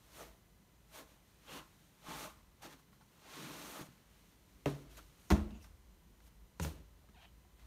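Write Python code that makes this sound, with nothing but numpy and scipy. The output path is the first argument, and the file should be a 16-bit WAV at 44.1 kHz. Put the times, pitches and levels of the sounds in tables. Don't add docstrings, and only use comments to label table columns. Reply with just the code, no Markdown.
import sys
import numpy as np
from scipy import signal
from scipy.fft import rfft, irfft
from scipy.io import wavfile
from scipy.ndimage import uniform_filter1d

SR = 44100
rng = np.random.default_rng(int(sys.argv[2]) if len(sys.argv) > 2 else 0)


def boost(x):
    u = np.asarray(x, float) / 20
    return 10 ** u


def pcm_store(signal):
    levels = np.round(np.clip(np.atleast_2d(signal), -1, 1) * 32767)
    wavfile.write(sys.argv[1], SR, levels.astype(np.int16).T)


N = 337806


def rms_one(x):
    return x / np.sqrt(np.mean(x ** 2) + 1e-20)


def butter(x, order, hz, kind):
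    return signal.sosfilt(signal.butter(order, hz, kind, fs=SR, output="sos"), x)


def coloured(x, spectrum):
    hz, db = np.transpose(spectrum)
    axis = np.log(np.maximum(np.fft.rfftfreq(N, 1 / SR), 1))
    gain = boost(np.interp(axis, np.log(hz), db, left=-80, right=-80))
    return rms_one(irfft(rfft(x) * gain, N))


def resonances(x, peaks):
    out = 0
    for k, (hz, width, db) in enumerate(peaks):
        r = np.exp(-np.pi * width / SR)
        push = [(1 - r * r) / 2, 0, (r * r - 1) / 2]
        memory = [1, -2 * r * np.cos(2 * np.pi * hz / SR), r * r]
        out = out + (-1) ** k * boost(db) * signal.lfilter(push, memory, x)
    return out


def ring(clicks, hz, t60):
    r, w = boost(-60 / (t60 * SR)), 2 * np.pi * hz / SR
    return signal.lfilter([0, np.sin(w)], [1, -2 * r * np.cos(w), r * r], clicks + 1e-18)


def snap(burst, db, top_hz):
    dying = burst * np.exp(-np.arange(len(burst)) / SR / 0.003)
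    return boost(db) * butter(dying, 2, [600, top_hz], "band")


def grains(spread_db):
    return rng.standard_normal(N) * boost(spread_db * np.minimum(rng.exponential(1, N), 4))


def swells(rows, lag=0.):
    t, power = np.arange(0, N, 32) / SR - lag, 1e-15
    for s, hold, db, rise, fall in rows:
        early = np.maximum(s - t, 0) / max(rise, 1e-3)
        late = np.maximum(t - s - hold, 0) / max(fall, 1e-3)
        power = power + boost(db - 20 * (early + late)) ** 2
    return np.interp(np.arange(N) / 32, np.arange(len(t)), power)


def step(contacts, modes):
    force, crack, t = np.zeros(N), np.zeros(N), np.arange(1024) / SR
    noise = rng.standard_normal((8, len(t)))
    for (s, db, hard_hz, crack_db), burst in zip(contacts, noise):
        i = round(s * SR)
        now = slice(i, i + len(t))
        push = t * np.exp(-2 * np.pi * hard_hz * t)
        rebound = t * np.exp(-2 * np.pi * hard_hz * t / 6)
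        force[now] += boost(db) * (push / push.sum() - 0.91 * rebound / rebound.sum())
        crack[now] += snap(burst, crack_db, 1500 + 1.88 * hard_hz)
        crack[now] += snap(burst, crack_db - 15, top_hz=14700)
    body = 0
    for k, (hz, db, t60) in enumerate(modes):
        body = body + (-1) ** (k // 2) * boost(db) * ring(force, hz, t60)
    return crack + butter(body, 2, 50, "high")


# start in seconds, blow in dB, hardness in Hz, crack in dB.
FIRST_STEP = [(4.658, -36.5, 2730, -35.5), (4.6594, -29, 1000, -34), (4.6663, -37, 700, -34),
              (4.6733, -37, 606, -41), (4.6815, -40, 790, -48), (4.7218, -37, 250, -48)]
SECOND_STEP = [(5.303, -33.5, 3100, -27.5), (5.3083, -27, 1200, -25), (5.314, -31, 800, -43),
               (5.3205, -27, 200, -44), (5.3232, -30, 900, -43), (5.337, -40, 400, -46),
               (5.365, -31, 600, -36)]
THIRD_STEP = [(6.598, -35, 3120, -36.5), (6.6005, -65.5, 1200, -42), (6.607, -38, 500, -45.5),
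              (6.618, -37, 141, -55), (6.6485, -38, 2000, -36), (6.652, -52, 500, -58),
              (6.661, -40, 304, -55)]
# pitch in Hz, level in dB, time to fall 60 dB in seconds.
FIRST_RING = [(68, -4, 0.22), (142, -5, 0.45), (219, -17, 0.17), (290, 0, 0.2), (327, -9.5, 0.031),
              (400, -1, 0.15), (490, -10.5, 0.16), (590, 1, 0.034), (813, -22, 0.2), (950, 3.5, 0.034),
              (1280, -13, 0.058), (1600, -6, .04), (2700, 8.5, 0.0075)]
SECOND_RING = [(62, -1, 0.5), (76, 4, 0.24), (213.6, -8, 0.5), (155, -14, 0.4), (200, 5, 0.1),
               (305, -2, 0.3), (395, -14, 0.1), (422, -23, 0.4), (613, -15.5, 0.17), (693, -9.5, 0.14),
               (920, 2.5, 0.032), (1044, -8, 0.2), (1410, 0.5, 0.032), (1850, -23, 0.026)]
THIRD_RING = [(58.3, -14, 0.2), (75.2, 1, 0.23), (160.3, 5.5, 0.16), (398, -20, 0.33), (291, -21, 0.3),
              (435, 0.5, 0.02), (551, -6.5, 0.082), (800, -5, 0.03), (1000, 0.5, 0.026), (1400, 1.5, 0.014),
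              (1870, -4, 0.018)]
# start in seconds, change in dB.
STILLING = [
    (4.684, -6),
    (5.345, -6),
    (6.72, -2),
]


def steps():
    t, out = np.arange(N) / SR, 0
    played = [(FIRST_STEP, FIRST_RING), (SECOND_STEP, SECOND_RING), (THIRD_STEP, THIRD_RING)]
    for (contacts, modes), (s, db) in zip(played, STILLING):
        landed = np.clip((t - s) / 0.004, 0, 1)
        out = out + step(contacts, modes) * boost(db * landed)
    return out


# full level reached in seconds, hold in seconds,
# level in dB, rise in seconds per 20 dB, fall in seconds per 20 dB.
CLOTH_BRUSHES = [(.175, 0.038, -60.5, 0.12, 0.1556), (.952, 0.041, -59, 0.06, 0.07),
                 (2.2, 0.045, -55, 0.1151, 0.09), (3.74, 0.089, -60.5, 0.42, -0.03),
                 (3.85, 0.021, -68.5, 0.72, -0.58), (4.97, 0.012, -60.5, -0.03, 0.03),
                 (5.64, 0.0057, -71, -0.15, 0.12)]
SOLE_DRAGS = [
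    (2.095, 0.078, -55, 0.094, 0.17),
    (2.624, 0.039, -58, 0.011, 0.044),
    (2.724, 0.0067, -62.5, 0.13, 0.058),
    (3.43, 0.18, -56.5, 0.23, 0.37),
    (7.6, .06, -74.5, 0.051, .1),
]
TROUSER_RUSTLES = [(.04, 0.036, -74.5, 0.22, 0.18), (1.09, 0.034, -73, 0.11, .15), (1.27, .08, -79, .1, .1),
                   (1.42, 0.034, -77.5, 0.3, .1), (1.64, 0.21, -76, .1, 0.34), (1.96, 0.094, -80, 0.15, .1),
                   (2.33, 0.067, -81, .1, .1), (2.79, .01, -74, .03, 0.081), (2.93, 0.011, -77, .02, 0.066),
                   (3.01, .015, -79, 0.022, 0.052), (3.1, .1, -82, 0.34, .2), (4.13, 0.19, -76, .2, .3),
                   (4.5, 0.15, -78, 0.23, 0.11), (4.91, 0.09, -68.5, 0.046, 0.12),
                   (5.02, .26, -75, 0.13, .05)]
LIGHT_WISPS = [(1.525, 0.055, -65.5, 0.09, 0.061), (3.66, 0.11, -63, 0.13, .1),
               (4.75, 0.068, -75.5, 0.042, .1), (4.697, .008, -66, .01, .03), (5.2, 0.11, -78, 0.07, 0.029),
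               (5.625, 0.02, -74, .05, 0.027), (6.275, 0.0049, -73, 0.092, 0.018),
               (6.628, 0.0081, -53, 0.025, 0.1)]
LOADED_SCRAPES = [
    (1.52, 0.056, -57, 0.1, 0.084),
    (3.33, .08, -57, 0.15, 0.28),
    (5.545, .03, -77, 0.028, .05),
    (7.228, .01, -72, .1, .075),
]
FIRST_SETTLING = [
    (4.668, 0.0034, -53, 0.0037, 0.12),
    (4.78, 0.099, -77, 0.11, 0.18),
]
SECOND_SETTLING = [
    (5.314, 0.0023, -43, 0.0078, 0.033),
    (5.34, 0.013, -57.5, 0.017, 0.14),
    (5.49, 0.064, -80, 0.078, 0.13),
]
THIRD_SETTLING = [
    (6.606, .004, -57, 0.008, 0.02),
    (6.66, 0.013, -60, 0.041, 0.12),
    (6.77, 0.016, -74.5, 0.04, 0.12),
]
# boards, leather and fine hiss in dB relative to the rub,
# then the leather's centre in Hz.
BRUSH_TONE = (-3.5, -2, -0.5, 729)
DRAG_TONE = (-5, -3.5, -4.5, 823)
RUSTLE_TONE = (-6, -8, -2, 806)
WISP_TONE = (-19, -4.5, 3, 800)
SCRAPE_TONE = (-6.5, -4.5, -8.5, 858)
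FIRST_SETTLING_TONE = (12.5, 5, -10, 530)
SECOND_SETTLING_TONE = (17.5, 8.5, -8, 658)
THIRD_SETTLING_TONE = (11, 1.5, -20, 532)
BOARD_PRESSES = [(1.0, 0.012, -60.5, -1, .06), (1.53, 0.07, -57, 0.07, .06), (2.23, 0.039, -77.5, 0, 0.5),
                 (2.12, 0.044, -55, -0.02, -0.12), (2.655, 0.0098, -61, 0.05, 0.12),
                 (3.39, 0.11, -51.5, 0.06, 0.14), (3.8, 0.036, -56, 0.5, -0.02), (4.48, .08, -75, -0.5, 1)]
# full level reached in seconds, hold in seconds, level in dB, fall in seconds per 20
# dB, centre in Hz.
LEATHER_CREAKS = [(0.204, 0.014, -55.5, 0.08, 507), (0.964, 0.0067, -63, 0.2, 670),
                  (1.49, 0.095, -60, 0.12, 960), (2.063, 0.1, -57.5, 0, 866),
                  (2.19, 0.054, -58, 0.16, 1130), (2.632, 0.012, -62.5, 0.15, 836),
                  (3.259, 0.024, -66, -0.25, 696), (3.758, 0.05, -56.5, -0.25, 950)]


def movements():
    slides = [(CLOTH_BRUSHES, BRUSH_TONE), (SOLE_DRAGS, DRAG_TONE), (TROUSER_RUSTLES, RUSTLE_TONE),
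              (LIGHT_WISPS, WISP_TONE), (LOADED_SCRAPES, SCRAPE_TONE)]
    settling = [(FIRST_SETTLING, FIRST_SETTLING_TONE), (SECOND_SETTLING, SECOND_SETTLING_TONE),
                (THIRD_SETTLING, THIRD_SETTLING_TONE)]
    strokes = [(*kind, 0.023, 0.0062) for kind in slides] + [(*kind, 0, 0) for kind in settling]
    rub, press, flex, hiss, centre = 0, swells(BOARD_PRESSES), 0, 0, 0
    for rows, (boards_db, leather_db, hiss_db, hz), boards_lag, leather_lag in strokes:
        power = swells(rows)
        bend = swells(rows, leather_lag) * boost(2 * leather_db)
        rub = rub + power
        hiss = hiss + power * boost(2 * hiss_db)
        press = press + swells(rows, boards_lag) * boost(2 * boards_db)
        flex = flex + bend
        centre = centre + bend * np.log2(hz)
    for s, hold, db, fall, hz in LEATHER_CREAKS:
        bend = swells([(s, hold, db, 0.03, fall)])
        flex = flex + bend
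        centre = centre + bend * np.log2(hz)
    return rub, press, flex, hiss, centre / flex


# pitch in Hz, width in Hz, level in dB.
BOOT_LEATHER = [(500, 88, 4), (632, 71, 3.5), (746, 260, -0.5), (870, 140, 0.5), (1055, 84, 5.5),
                (1200, 61, 0.5), (1310, 100, -2)]


def bending_leather(centre):
    slips, out, drive_power = grains(spread_db=5.0), 0, 0
    for hz, width, db in BOOT_LEATHER:
        drive = boost(db - 15.5 * np.abs(np.log2(hz) - centre))
        out = out + drive * rms_one(resonances(slips, [(hz, width, db)]))
        drive_power = drive_power + drive ** 2
    return out / np.sqrt(drive_power)


# frequency in Hz, level in dB per Hz.
RUB_COLOUR = [(880, -18), (1500, -8), (3920, -9), (4830, -9.5), (6240, -5.5), (9470, -2.5), (10500, -2),
              (13400, -4.5), (16000, -9)]
# pitch in Hz, width in Hz, level in dB.
BOARD_MODES = [(151.5, 21, 5.5), (221.5, 22, 2), (286.5, 53, 5), (400, 400, -8)]


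def rubbing():
    rub, press, flex, hiss, centre = movements()
    rough = coloured(grains(spread_db=3.0), RUB_COLOUR)
    coarse = rms_one(butter(rough, 4, 4900, "low"))
    fine = rms_one(butter(rough, 4, 4900, "high"))
    boards = resonances(grains(spread_db=6.5), BOARD_MODES)
    boards = rms_one(butter(boards, 2, [110, 520], "band"))
    layers = [(coarse, rub), (boards, press), (bending_leather(centre), flex), (fine, hiss)]
    return sum(uniform_filter1d(np.sqrt(power), size=300) * x for x, power in layers)


# full level reached in seconds, hold in seconds, level in dB, pitch in Hz, width in Hz.
SOLE_SKIDS = [(.2, .02, -63, 5800, 900), (.2, .015, -63.5, 1250, 200), (0.237, 0.014, -68, 2300, 400),
              (1.483, .015, -60, 2900, 1200), (1.5, .07, -62, 520, 100), (2.09, .05, -58, 280, 50),
              (1.52, .07, -60, 2780, 1200), (1.51, .04, -66, 4100, 400), (1.555, 0.046, -63, 1054, 100),
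              (2.07, .08, -64, 3500, 900), (2.085, .08, -58, 866, 120), (2.2, .05, -64, 6100, 900),
              (2.21, .07, -60, 1126, 150), (2.25, 0.046, -63, 622, 60), (2.629, 0.035, -61.5, 800, 200),
              (3.37, .06, -63.5, 3900, 1200), (3.38, 0.13, -65.5, 2500, 500), (3.6, .06, -67, 6200, 900),
              (3.62, .04, -69, 3900, 400), (3.76, 0.057, -70, 3900, 600), (3.748, 0.074, -61.5, 1200, 300),
              (3.78, 0.054, -70, 6600, 500), (4.968, .012, -68, 4000, 400), (4.983, .01, -66, 1450, 250),
              (5.315, .008, -51, 6350, 1500), (5.44, .025, -55, 330, 50), (5.49, .07, -54, 212, 30),
              (5.5, .04, -61, 320, 40), (5.508, .02, -73, 2800, 250), (5.545, .028, -73, 2650, 500),
              (5.555, .02, -76, 6800, 900), (5.612, .006, -71, 2800, 500), (5.628, .018, -69, 5360, 1300),
              (6.624, .016, -51.5, 6600, 1800), (6.631, .008, -54, 2760, 400),
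              (7.215, 0.038, -70, 2950, 700), (7.268, .02, -76, 3050, 300)]


def skids():
    out, grit = 0, grains(spread_db=4.0)
    for s, hold, db, hz, width in SOLE_SKIDS:
        peak = [(hz, max(width, 30), 0)]
        power = swells([(s, hold, db, 0.025, 0.034)])
        out = out + np.sqrt(power) * rms_one(resonances(resonances(grit, peak), peak))
    return out


# start in seconds, ring in dB, pitch in Hz,
# time to fall 60 dB in seconds, snap in dB.
LEATHER_TICKS = [(2.086, -50, 175.5, 0.27, -60), (2.249, -58, 634, 0.21, -60),
                 (2.673, -64, 700, 0.023, -61), (2.797, -60.5, 1200, 0.017, -62),
                 (2.93, -62, 1100, 0.037, -64), (3.011, -61, 874, 0.066, -63),
                 (3.019, -69, 1400, 0.056, -57.5), (3.812, -47.5, 142, 0.17, -70),
                 (3.888, -56, 136.5, 0.28, -75), (4.169, -76, 2490, .02, -60),
                 (5.507, -64, 2860, 0.017, -53), (5.55, -69, 2700, 0.069, -63),
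                 (5.613, -70, 2700, .03, -64), (5.644, -57.5, 1200, 0.038, -56),
                 (6.204, -67, 1600, 0.023, -58), (7.041, -65, 594, 0.049, -70),
                 (7.088, -64, 1280, .04, -64), (7.095, -60, 201, 0.071, -60), (7.45, -65, 756, 0.056, -85),
                 (7.594, -69, 2050, 0.087, -61)]


def ticks():
    out, noise = np.zeros(N), rng.standard_normal((24, 1024))
    for (s, db, hz, t60, snap_db), burst in zip(LEATHER_TICKS, noise):
        click = np.zeros(SR // 2)
        click[0] = boost(db)
        tick = ring(click, hz, t60)
        tick += 0.7 * ring(click, 1.27 * hz, t60)
        tick += 0.6 * ring(click, 1.7 * hz, t60 / 2)
        tick[:len(burst)] += snap(burst, snap_db, top_hz=5230)
        i = round(s * SR)
        out[i:i + len(tick)] += tick[:N - i]
    return out


# time in seconds, slips per second, level in dB, unevenness from 0 to 1.
SQUEAK_COURSE = [(7.134, 1000, -88, 0.03), (7.145, 960, -63, 0.02), (7.163, 810, -63, .025),
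                 (7.176, 700, -57, .04), (7.193, 870, -63, .05), (7.212, 720, -60, 0.2),
                 (7.23, 600, -58, .25), (7.256, 570, -57.5, 0.25), (7.28, 700, -84, .2)]
# pitch in Hz, width in Hz, level in dB.
SQUEAKING_LEATHER = [(695, 68, 0.5), (950, 120, -2), (1650, 470, -7.5), (2530, 140, -1), (3030, 290, -5),
                     (3230, 180, -2.5), (3820, 300, -10), (4400, 250, -14)]


def squeak():
    t, slips = np.arange(N) / SR, 0
    times, *columns = np.transpose(SQUEAK_COURSE)
    per_s, db, uneven = [np.interp(t, times, column) for column in columns]
    for faster, fold_db in [(1, 0), (1.13, -12)]:
        wobble = rms_one(signal.lfilter([1], [1, -.98], rng.standard_normal(N)))
        turns = np.cumsum(faster * np.maximum(per_s, 0) * (1 + uneven * wobble)) / SR
        pulses = np.diff(np.floor(turns), prepend=0)
        slips = slips + boost(fold_db) * pulses * (1 + 3 * uneven * rng.standard_normal(N))
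    rubbing_now = (t > times[0]) & (t < times[-1])
    return 20 * boost(db) * rubbing_now * resonances(slips + 1e-18, SQUEAKING_LEATHER)


# octave centre in Hz, time to fall 60 dB in seconds.
ROOM_DECAY = [(90, 1), (180, 0.46), (350, 0.42), (700, 0.37), (1400, 0.25), (2800, 0.18), (5600, 0.091),
              (11000, 0.29)]


def room(x):
    t, echoes = np.arange(SR) / SR, 0
    for hz, t60 in ROOM_DECAY:
        octave = butter(rng.standard_normal(SR), 2, [hz / np.sqrt(2), hz * np.sqrt(2)], "band")
        echoes = echoes + octave * boost(-60 * t / t60) / np.sqrt(t60 * SR / 13.8)
    build_up = 1 - np.exp(-t / 0.021)
    return signal.fftconvolve(x, echoes * build_up)[:N]


# pitch in Hz, width in Hz, level in dB.
RUMBLE_TONES = [(40.8, 29, -4.5), (54.8, 4.7, 3.5), (77.3, 10, -12.5)]
# full level reached in seconds, hold in
# seconds, level in dB, rise in seconds per 20 dB, fall in seconds per 20 dB.
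JOIST_SWAYS = [(.25, 0.066, -68, 2, 0.5), (1.64, .05, -69, 2, 0.5), (2.12, 0.46, -66.5, -5, 0.3),
               (4.76, 0.087, -62.5, 0.7, 1.5), (5.42, 0.03, -42, 0.09, 0.13), (5.7, 0.42, -63.5, 0.5, 2.5),
               (6.8, .02, -59, 0.4, 0.1), (7.2, 0.088, -66, 0.2, 1), (7.62, .05, -61.5, -0.3, .2)]


def rumble():
    hum = resonances(rng.standard_normal(N), RUMBLE_TONES)
    hum = rms_one(resonances(hum, [(60.5, 31, 0)]))
    r = np.exp(-2 * np.pi * 1.1 / SR)
    drift = rms_one(signal.lfilter([1], [1, -2 * r, r * r], rng.standard_normal(N + SR))[SR:])
    steady_db = -72.5 + 0.5 * drift
    return hum * np.sqrt(boost(2 * steady_db) + swells(JOIST_SWAYS))


# frequency in Hz, level in dB per Hz.
HISS_COLOUR = [(53, -26), (90, -7), (196, -5), (239, -12), (310, -13), (769, -21.5), (896, -20.5),
               (956, -19.5), (1020, -21), (1440, -24), (4170, -28), (13200, -30.5), (16000, -33.5)]


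def microphone_hiss():
    return boost(-68.5) * coloured(rng.standard_normal(N), HISS_COLOUR)


WHINE_LEVELS = [-91.5, -91.5, -92.5, -91.5, -91, -92.5, -93, -99, -99, -100, -99, -100, -99, -101]


def electronic_whine():
    phase, out = 2 * np.pi * 1009 * np.arange(N) / SR, 0
    for k, db in enumerate(WHINE_LEVELS):
        out = out + np.sqrt(2) * boost(db) * np.sin((k + 1) * phase + k * k)
    return out


def scene():
    knocks = steps() + ticks() + squeak()
    background = rumble() + microphone_hiss() + electronic_whine()
    return (knocks + boost(-12) * room(knocks) + rubbing() + skids() + background)[None]


def band_limit(x):
    return signal.sosfilt(signal.butter(12, 16430, fs=SR, output="sos"), x)


# frequency in Hz, width in Hz, depth in dB.
HOUSING_NOTCHES = [(5000, 980, -3.5), (7670, 1150, -3), (10440, 1200, -6)]


def record(dry):
    x = dry[0]
    for hz, width, db in HOUSING_NOTCHES:
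        x = x - (1 - boost(db)) * resonances(x, [(hz, width, 0)])
    x = signal.sosfilt(signal.cheby2(16, 40, 15870, fs=SR, output="sos"), x)
    return band_limit(x[None])


dry = scene()
out = record(dry)
pcm_store(out)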